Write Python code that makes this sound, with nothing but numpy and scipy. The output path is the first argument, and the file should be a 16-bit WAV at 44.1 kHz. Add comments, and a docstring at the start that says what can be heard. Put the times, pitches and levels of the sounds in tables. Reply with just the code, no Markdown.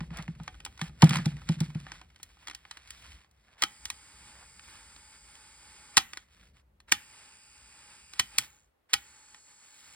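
"""A portable cassette player close to a pair of microphone ports, over a faint hiss and low handling rumble.
First it is tipped over on a wooden floor: the case clicks and rings, and modes of the floor boom under it.
Then it is opened and picked up: loose parts click, plastic creaks and fingers rub it with filtered noise.
Last its keys snap, as bursts of contacts, and the little motor runs three times, a whir with regular ticks
and resonant whines; two runs coast down, and the third lasts to the end."""
import sys
import numpy as np
from scipy import signal
from scipy.fft import rfft, irfft, next_fast_len
from scipy.io import wavfile
from scipy.ndimage import map_coordinates

SR = 44100
rng = np.random.default_rng(int(sys.argv[2]) if len(sys.argv) > 2 else 0)


def store_pcm(level_fs):
    """Save levels as 16-bit WAV."""
    pcm = np.round(np.clip(level_fs, -1, 1) * 32767).astype(np.int16)
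    wavfile.write(sys.argv[1], SR, np.atleast_2d(pcm).T)


N = 438794
TIME = np.arange(N) / SR
BINS_HZ = np.fft.rfftfreq(2048, 1 / SR)


def amp(db):
    """Turns decibels into a gain."""
    return 10 ** (np.asarray(db) / 20)


def evened(x):
    """Scales to rms 1."""
    return x / np.sqrt(np.mean(x ** 2) + 1e-20)


def read(points, hz):
    """Reads a table on a log-frequency axis."""
    f, value = np.transpose(points)
    return np.interp(np.log(hz + 1), np.log(f + 1), value)


def add(mix, s, sound):
    """Mixes a sound in at s seconds."""
    part = mix[max(round(s * SR), 0):][:len(sound)]
    part += sound[:len(part)]


def colour(x, spectrum):
    """Gives a steady sound a spectrum, at rms 1."""
    gain = amp(read(spectrum, np.fft.rfftfreq(len(x), 1 / SR)))
    return evened(irfft(rfft(x) * gain, len(x)))


def causal(gain):
    """The quickest-dying impulse response that has this gain."""
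    cepstrum = irfft(np.log(gain))
    half = len(cepstrum) // 2
    cepstrum[1:half] *= 2
    cepstrum[half + 1:] = 0
    return irfft(np.exp(rfft(cepstrum)))


def wander(per_s):
    """A random curve of rms 1 that changes per_s times a second."""
    knots = rng.standard_normal(4096)
    return evened(np.interp(TIME * per_s, np.arange(len(knots)), knots))


def held(start, stop, fade_s):
    """Fades in after start and out after stop."""
    return np.clip((TIME - start) / fade_s, 0, 1) * np.clip(1 + (stop - TIME) / fade_s, 0, 1)


def resonate(x, hz, width):
    """A steep resonance, at rms 1: the same peak twice in a row."""
    peak = signal.iirpeak(hz, hz / width, SR)
    once = signal.lfilter(*peak, x)
    return evened(signal.lfilter(*peak, once))


def tilted(x, tilt_db, pivot_hz=3000, flat_below_hz=700):
    """Harder contacts are brighter: a slope in dB per octave."""
    octaves = np.log2(np.maximum(BINS_HZ, flat_below_hz) / pivot_hz)
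    return signal.fftconvolve(x, causal(amp(tilt_db * octaves)))


# colour of the quiet room: f/Hz, level/dB
AIR_COLOUR = [(20, 1), (60, -8), (200, -4.5), (600, 0), (2000, -9), (6000, -22.5), (15000, -21.5)]


def air(level_db=-77):
    """Faint steady hiss, independent at each port."""
    return amp(level_db) * np.array([colour(rng.standard_normal(N), AIR_COLOUR) for side in range(2)])


# reverberation: f/Hz, time to fall 60 dB t60/s
ROOM_DECAY = [(150, 0.75), (500, 0.11), (2000, 0.39), (5000, 0.14), (10000, 0.19), (16000, 0.49)]


def room(x, first_s=0.00077):
    """Three unrelated tails of a small room, each band dying at its own speed."""
    t = np.arange(SR // 2) / SR
    noise = rng.standard_normal((3, len(t))) * (t > first_s)
    hz, age, bands = signal.stft(noise, SR, nperseg=256)
    decay = amp(-60 * age / read(ROOM_DECAY, hz)[:, None])
    tail = signal.istft(bands * decay, SR, nperseg=256)[1]
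    return signal.fftconvolve(x[None], tail / np.linalg.norm(tail[0]), axes=1)[:, :N]


# low rumble of handling over time: t/s, level/dB
RUMBLE_SWELL = [(0.0, -56.5), (0.19, -51), (0.58, -58.5), (1.11, -55), (1.8, -58), (2.19, -66.5),
                (4.82, -65), (4.99, -71), (6.9, -68.5), (7.15, -75), (7.76, -72), (9.95, -88)]
# colour of that rumble: f/Hz, level/dB per Hz
RUMBLE_COLOUR = [(20, -28), (35, -15.5), (52, 6.5), (70, 4), (100, -8.5), (180, -11.5), (300, -22),
                 (600, -28.5), (1500, -58), (6000, -81.5)]
# colour of the jolt that a key gives the hand: f/Hz, level/dB per Hz
JOLT_COLOUR = [(25, -18), (60, 0), (150, -4.5), (220, -5), (400, -22.5), (1500, -60)]


def rumble(level_db=3.5, lumpy_db=3, jolt_db=-50, jolt_s=.035):
    """Lumpy low noise of moving hands, and a soft jolt with each snap of a key."""
    swell_db = np.interp(TIME, *np.transpose(RUMBLE_SWELL))
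    level = amp(level_db + swell_db + lumpy_db * wander(8.9))
    jolts = sum((TIME > s) * np.exp(-abs(TIME - s) / jolt_s) for s, *_ in KEY_SNAPS)
    moving = level * colour(rng.standard_normal(N), RUMBLE_COLOUR)
    return moving + amp(jolt_db) * jolts * colour(rng.standard_normal(N), JOLT_COLOUR)


# colour of rubbed plastic: f/Hz, level/dB per Hz
RUB_COLOUR = [(30, -40.5), (200, -20.5), (550, -10.5), (850, -4.5), (1400, -1), (2500, -0.5), (4000, -5),
              (6200, -10), (8500, -14), (12000, -18.5), (15500, -26)]
# how hard the hand works the case while it tips it over and picks it up: t/s, level/dB
HAND_EFFORT = [(0.0, -71), (0.35, -70.5), (0.4, -62.5), (0.89, -62), (1.07, -64), (1.19, -62), (1.28, -60),
               (1.5, -57.5), (1.88, -60), (2.09, -66.5), (2.86, -60), (3.01, -59), (3.04, -58), (3.17, -61),
               (3.29, -76), (3.55, -69.5)]
# one row a distinct slide of skin or plastic along the case:
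# middle t/s, length t/s, level/dB, brightness/dB per octave
SLIDES = [(0.172, 0.15, -48.5, -5), (1.138, 0.11, -43.5, 0), (1.924, 0.18, -54, -0.5),
          (3.023, 0.5, -57.5, 4), (3.544, 0.24, -66.5, -3.5), (4.392, 0.26, -60, -4),
          (4.703, 0.18, -52, 1.5), (6.178, 0.2, -60.5, 0), (6.397, 0.27, -60.5, 1), (6.578, 0.1, -64, 0.5),
          (8.429, .1, -47, 3.5), (9.867, 0.61, -57.5, 3.5)]


def fingers(slide_gain_db=-3, slips_per_s=400, slip_db=-3, split_hz=2400,
            grip_db=-2.5, grip_tilt_db=0.5, uneven_db=2,
            scuff_s=0.11, scuff_db=-42, scuff_tilt_db=0.0, press_s=0.062, press_db=-52):
    """A hiss of friction with many tiny slips: it follows the effort of the hand and swells in single strokes."""
    slips = evened((rng.random(N) < slips_per_s / SR) * rng.standard_normal(N))
    friction = colour(rng.standard_normal(N) + amp(slip_db) * slips, RUB_COLOUR)
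    # the case answers unevenly in the middle range; the hiss of skin above it is smoother
    lowpass = signal.butter(2, split_hz, fs=SR, output="sos")
    body = signal.sosfiltfilt(lowpass, friction)
    friction = body * amp(2.5 * wander(70)) + (friction - body) * amp(1.1 * wander(40))
    effort_db = np.interp(TIME, *np.transpose(HAND_EFFORT), right=-np.inf)
    grip = friction * amp(grip_db + effort_db + uneven_db * wander(16))
    out = tilted(grip, grip_tilt_db)[:N]
    # the case scuffs along the floor around each drop, and the thumb rubs each key as it presses
    scuffs = [(s + scuff_s / 4, scuff_s, db + scuff_db, scuff_tilt_db) for s, db, *_ in FLOOR_DROPS]
    presses = [(s - press_s / 4, press_s, press_db, 0) for s, *_ in KEY_SNAPS]
    for middle, length, db, tilt_db in SLIDES + scuffs + presses:
        during = abs(TIME - middle) < length / 2
        swell = np.cos(np.pi * (TIME[during] - middle) / length)
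        stroke = tilted(swell * friction[during], tilt_db)
        add(out, middle - length / 2, amp(slide_gain_db + db) * stroke)
    return out


def off_hands(x):
    """The hands scatter a little middle treble to each port along different short paths."""
    treble = [(300, -8), (1500, -6), (3000, 0), (5000, 0), (7000, -8), (16000, -8)]  # f/Hz, level/dB
    paths = np.array([colour(rng.standard_normal(128), treble) for side in range(2)])
    paths /= np.linalg.norm(paths[0])
    return amp(-19) * signal.oaconvolve(x[None], paths, axes=1)[:, :N]


# colour of a contact: f/Hz, level/dB per Hz
CRACK_COLOUR = [(25, -48), (70, -27.5), (150, -25), (310, -12.5), (550, -34.5), (850, -7.5), (1300, -5),
                (2000, -1.5), (3000, 2.5), (4400, -1.5), (6200, 0.5), (8000, -7.5), (11500, -8),
                (15500, -19)]
# what the case rings with: f/Hz, level/dB, time to fall 60 dB t60/s
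CASE_RING = [(330, -21, .07), (526, -22.5, 0.034), (772, -20, 0.15), (830, -18.5, 0.12),
             (1262, -4.5, 0.059), (1485, -5.5, 0.06073), (1883, 0.5, 0.054), (2367, -13, 0.15),
             (3070, -5.5, 0.13), (3378, -2, 0.094), (4130, 1, 0.052), (4910, -1.5, 0.058),
             (8050, -16.5, 0.019), (8100, -5, .045)]


def contact(db, tilt_db, rise_s=0.0007, rattle_s=0.019, rattle_db=-25,
            ring_db=-11, crack_db=-1, scatter_db=4, detune=0.018):
    """One contact chatters for a few milliseconds, shakes loose parts and sets the case ringing."""
    t = np.arange(SR // 8) / SR
    lead_s, chatter_s = .004, .0024
    age = np.maximum(t - lead_s, 0)
    mode_hz, mode_db, t60 = np.transpose(CASE_RING)[:, :, None]
    crack = causal(evened(amp(read(CRACK_COLOUR, BINS_HZ))))
    # parts slide into contact, then settle
    approach = np.exp(np.minimum(t - lead_s, 0) / rise_s)
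    settling = np.exp(-age / chatter_s) + amp(rattle_db) * np.exp(-age / rattle_s)
    chatter = rng.standard_normal(len(t)) * approach * settling
    burst = signal.fftconvolve(chatter / np.linalg.norm(chatter), crack)[:len(t)]
    # the grip and the place of contact shift the modes and their shares
    shift, share, side = rng.standard_normal((3, len(t60), 1))
    level = np.sign(side) * amp(mode_db + scatter_db * share - 60 * age / t60)
    ring = (level * np.sin(2 * np.pi * mode_hz * (1 + detune * shift) * age)).sum(0)
    hit = amp(crack_db) * burst + amp(ring_db) * ring / np.linalg.norm(ring)
    return lead_s, amp(db) * tilted(hit, tilt_db)


def clicks(rows):
    """Plays contacts given as (t/s, level/dB, brightness/dB per octave)."""
    out = np.zeros(N)
    for s, db, tilt_db in rows:
        lead_s, sound = contact(db, tilt_db)
        add(out, s - lead_s, sound)
    return out


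def creaks(count=28, over_effort_db=32, spread_db=3, tilt_db=-5.0, tilt_spread_db=3.5):
    """Small ticks of plastic come at random while the hand works the case, louder with effort."""
    when, effort_db = np.transpose(HAND_EFFORT)
    s = (np.arange(count) + rng.random(count)) / count * when[-1]
    size, hardness = rng.standard_normal((count, 2)).T
    level_db = np.interp(s, when, effort_db) + over_effort_db + spread_db * size
    return clicks(zip(s, level_db, tilt_db + tilt_spread_db * hardness))


# one row a click of the door or a loose part: t/s, level/dB, brightness/dB per octave
PART_CLICKS = [(0.172, -18.5, 2), (0.225, -25, 1), (0.479, -11, -7.5), (0.603, -21, -5), (0.651, -11, 2),
               (0.662, -13, -6.5), (0.794, -20, -5.5), (1.0215, 4.5, -0.5), (1.042, -4.5, 1.5),
               (1.133, -5, -6), (1.17, -6.5, -2.5), (1.867, -22, -11), (1.919, -13, -5.5),
               (2.0147, -22, -6.5), (2.161, -28.5, -2.5), (2.231, -16.5, 3.5), (2.473, -13.5, -2),
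               (2.483, -11.5, -4), (2.499, -15.5, -4), (2.512, -15.5, -4.5), (2.549, -15.5, 1),
               (2.712, -13, -2.5), (2.772, -19.5, -2), (2.906, -14, 1), (3.855, -8.5, 1.5),
               (3.902, -4.5, 0), (4.595, -23.5, -4.5), (4.963, -24.5, -4), (5.354, -26, -0.5),
               (6.134, -13.5, -2.5), (6.173, -10.5, -2.5), (6.803, -30, -1.5), (8.136, -18, 0),
               (9.346, -23.5, -4.5)]


def loose_parts():
    """The door and loose parts strike the case, each a single contact."""
    return clicks(PART_CLICKS)


# one row a drop of the case on the floor: t/s, click level/dB, brightness/dB per octave, boom level/dB
FLOOR_DROPS = [(0.006, -16, -9.5, -25.5), (0.106, -28, -9.5, -29), (0.187, -15.5, -6.5, -29),
               (0.28, -21.5, -9.5, -24), (0.4, -27.5, -13, -30), (0.8148, -4.5, -4, -23),
               (1.027, 3.5, -11.5, 1), (1.094, -4, 0.5, -23), (1.108, -4, -6, -18.5), (1.158, -3, -3, -19),
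               (1.187, -18, -6, -21.5), (1.258, -7, -1, -12.5), (1.49, -7, -3.5, -12),
               (1.6049, -9, 0.5, -14.5), (1.749, -21, -5, -20.5)]
# what the floor rings with: f/Hz, level/dB, time to fall 60 dB t60/s
FLOOR_RING = [(130.5, -8.5, 0.063), (162.9, 10.5, 0.068), (154.5, -18, .3), (196.5, 0, 0.061),
              (329, -13.5, 0.066), (531.4, -24, 0.07), (706, -23.5, .07), (833.3, -11.5, 0.034)]


def drop_clicks():
    """The case itself clicks and rings as it meets the floor."""
    return clicks(drop[:3] for drop in FLOOR_DROPS)


def knocks(rise_cycles=1.52, lag_s=.003, rebound_s=0.075, rebound_db=-20, detune=0.022, level_db=-1):
    """The floor swells into a short low boom under each drop, and the case rocks back once."""
    out, t = np.zeros(N), np.arange(SR // 3) / SR
    hardness = .24  # hard drops reach the higher modes
    hz, mode_db, t60 = np.transpose(FLOOR_RING)[:, :, None]
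    reach = 1 + hardness * np.maximum(np.log2(hz / hz[3]), 0)
    swell = 1 - np.exp(-(t * hz / rise_cycles) ** 2)
    decay = amp(mode_db - 60 * t / t60)
    for (s, _, _, boom_db), shift in zip(FLOOR_DROPS, rng.standard_normal(len(FLOOR_DROPS))):
        modes = decay * swell * np.sin(2 * np.pi * hz * (1 + detune * shift) * t)
        for after_s, db in (lag_s, boom_db), (lag_s + rebound_s, boom_db + rebound_db):
            add(out, s + after_s, (amp(level_db + db * reach) * modes).sum(0))
    return out


# one row a run of the motor: start t/s, stop t/s, turns a second/Hz, tick level/dB, whir level/dB,
# lead of one tick over the others/dB, whine f/Hz, level of the brush resonances/dB,
# gear noise f/Hz, gear noise level/dB
MOTOR_RUNS = [(3.645, 5.975, 45, -63.5, -58, -1.5, 8170, -68, 2246, -73),
              (6.933, 8.385, 62, -64.5, -60.5, 4, 8170, -67.5, 2640, -66),
              (8.95, 9.96, 50, -62, -63, -2.5, 7970, -73, 4370, -72)]
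# colour of the ticks: f/Hz, level/dB per Hz
TICK_COLOUR = [(200, -21.5), (2200, -10), (3300, -9.5), (4600, -9), (5600, -3.5), (6800, 12), (7700, 4.5),
               (8500, -7.5), (8850, -8), (9700, -1.5), (10800, -12.5), (13000, -9), (15500, -18)]
# colour of the belt and gears: f/Hz, level/dB per Hz
WHIR_COLOUR = [(100, -6.5), (200, -6), (450, -12), (740, -13), (850, 4), (980, -6), (1400, -2),
               (2000, -4.5), (2400, -3), (2900, -4), (5000, -11), (9000, -8.5), (15000, -30.5)]
# resonances that the sliding brushes excite: f/Hz, width f/Hz, level/dB
BRUSH_RING = [(4930, 540, 2), (9420, 450, -4.5)]


def motor(count=5, wow=0.00032, tick_s=0.00086, uneven_db=0.6, grit=0.27, waver_db=1.93, spin_up_s=.03,
          coast_s=0.35, whine_db=-66.0, whine_width_hz=350, gear_width_hz=550):
    """The motor ticks several times a turn, alike on every turn, over the whir of belt and gears; its brushes whine."""
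    out, tick_count = np.zeros(N), 4096
    whir = colour(rng.standard_normal(N), WHIR_COLOUR) * amp(waver_db * wander(14))
    for start, stop, turn_hz, tick_db, whir_db, lead_db, whine_hz, brush_db, gear_hz, gear_db in MOTOR_RUNS:
        # once switched off, the flywheel coasts towards rest
        speed = np.clip(1 - (TIME - stop) / coast_s, 0, 1)
        turn_rate = turn_hz * np.where(speed > 0, speed, 1) * (1 + wow * wander(10))
        turns = np.cumsum(turn_rate) / SR
        segment = (turns * count).astype(int)
        since_tick = (turns * count % 1) / (count * turn_hz)
        force_db = uneven_db * rng.standard_normal(tick_count)[segment] + lead_db * (segment % count == 0)
        # the same surface passes on every turn, with some fresh grit
        surface = rng.standard_normal(SR // 42)
        place = turns % 1 * len(surface)
        sliding = map_coordinates(surface, [place], order=3, mode="grid-wrap")
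        sliding = sliding + grit * rng.standard_normal(N)
        ticks = evened(sliding * amp(force_db) * np.exp(-since_tick / tick_s))
        running = speed ** 1.3 * np.clip((TIME - start) / spin_up_s, 0, 1)
        drive = ticks / 2 + sliding
        whine = amp(whine_db) * resonate(drive, whine_hz, whine_width_hz)
        whine += amp(gear_db) * resonate(drive, gear_hz, gear_width_hz)
        whine += sum(amp(brush_db + db) * resonate(drive, hz, width) for hz, width, db in BRUSH_RING)
        ticking = amp(tick_db) * colour(ticks, TICK_COLOUR)
        out += running * (ticking + amp(whir_db) * whir + whine * held(start, stop, .1))
    return out


# one row a snap of a key: t/s, level/dB, brightness/dB per octave, delay of the latch t/s,
# latch level over key/dB, thud level of the chassis/dB
KEY_SNAPS = [(3.6226, 3.5, 0, .014, 1.5, -1.5), (5.9706, 12, 1, 0.0073, 0.5, 5),
             (6.9202, 6, 1, 0.0031, 5, -12), (8.1961, 7.5, 0.55, 0.0033, -7, -10),
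             (8.3845, 7.5, 2.5, .002, -11, -21), (8.9345, 6, 0.9, 0.0045, 2.5, -9.5)]


def keys(latch_tilt_db=-1.7, travel_s=0.0034, travel_db=-22, thud_s=.004, thud_tilt_db=-7):
    """A key scrapes down its guide and hits its stop; a moment later the chassis thuds and the latch snaps."""
    rows = []
    for s, db, tilt_db, delay_s, latch_db, thud_db in KEY_SNAPS:
        rows += [(s - travel_s, db + travel_db, tilt_db),
                 (s, db, tilt_db),
                 (s + thud_s, thud_db, thud_tilt_db),
                 (s + delay_s, db + latch_db, tilt_db + latch_tilt_db)]
    return clicks(rows)


# phase by which the left port leads: f/Hz, phase/rad
LEFT_LEAD = [(0, 0), (150, -.13), (450, -.8), (800, -.7), (950, -.2), (1250, -.35), (1500, 0), (2100, .4),
             (2850, 2.3), (4200, 1), (5100, 1.6), (5850, 3.1), (6500, 3.3), (7200, 4.8), (8500, 6.2),
             (9600, 6.4), (11000, 8.4), (12200, 9.4), (13500, 9.7), (14700, 12.3), (16000, 12.5)]
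# left minus right: f/Hz, level/dB
LEFT_OVER_RIGHT = [(100, 1), (700, -4), (1700, -0.5), (2900, -2), (4500, -1), (6000, 0), (15000, 0.5)]


def ports(x):
    """Near sound reaches the two ports with a phase and level difference that depends on frequency."""
    size = next_fast_len(N + SR // 10)
    hz = np.fft.rfftfreq(size, 1 / SR)
    lead = np.interp(hz, *np.transpose(LEFT_LEAD))
    half = amp(read(LEFT_OVER_RIGHT, hz) / 2) * np.exp(.5j * lead)  # each port takes half the difference
    return irfft(rfft(x, size) * np.array([half, 1 / half]), size)[:, :N]


def scene(shared_room_db=-24, wide_room_db=-22, floor_room_db=-17):
    """The player close up, with the room far below it."""
    plastic = keys() + loose_parts() + drop_clicks() + creaks()
    player, floor = plastic + motor() + fingers(), knocks()
    echoes = room(player)
    near = player + floor + rumble()
    near += amp(shared_room_db) * echoes[0] + amp(floor_room_db) * room(floor)[0]
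    return ports(near) + off_hands(player) + amp(wide_room_db) * echoes[1:] + air()


def record(dry, bass_cut_hz=36, overload=.88, edge_hz=16250):
    """The microphone's bass cut, overload, then the band limit."""
    bass_cut = signal.butter(2, bass_cut_hz, "highpass", fs=SR, output="sos")
    heard = np.clip(signal.sosfilt(bass_cut, dry), -overload, overload)
    band_limit = signal.firwin(255, edge_hz, window=("kaiser", 9), fs=SR)
    return signal.oaconvolve(heard, band_limit[None], "same")


dry = scene()
out = record(dry)
store_pcm(out)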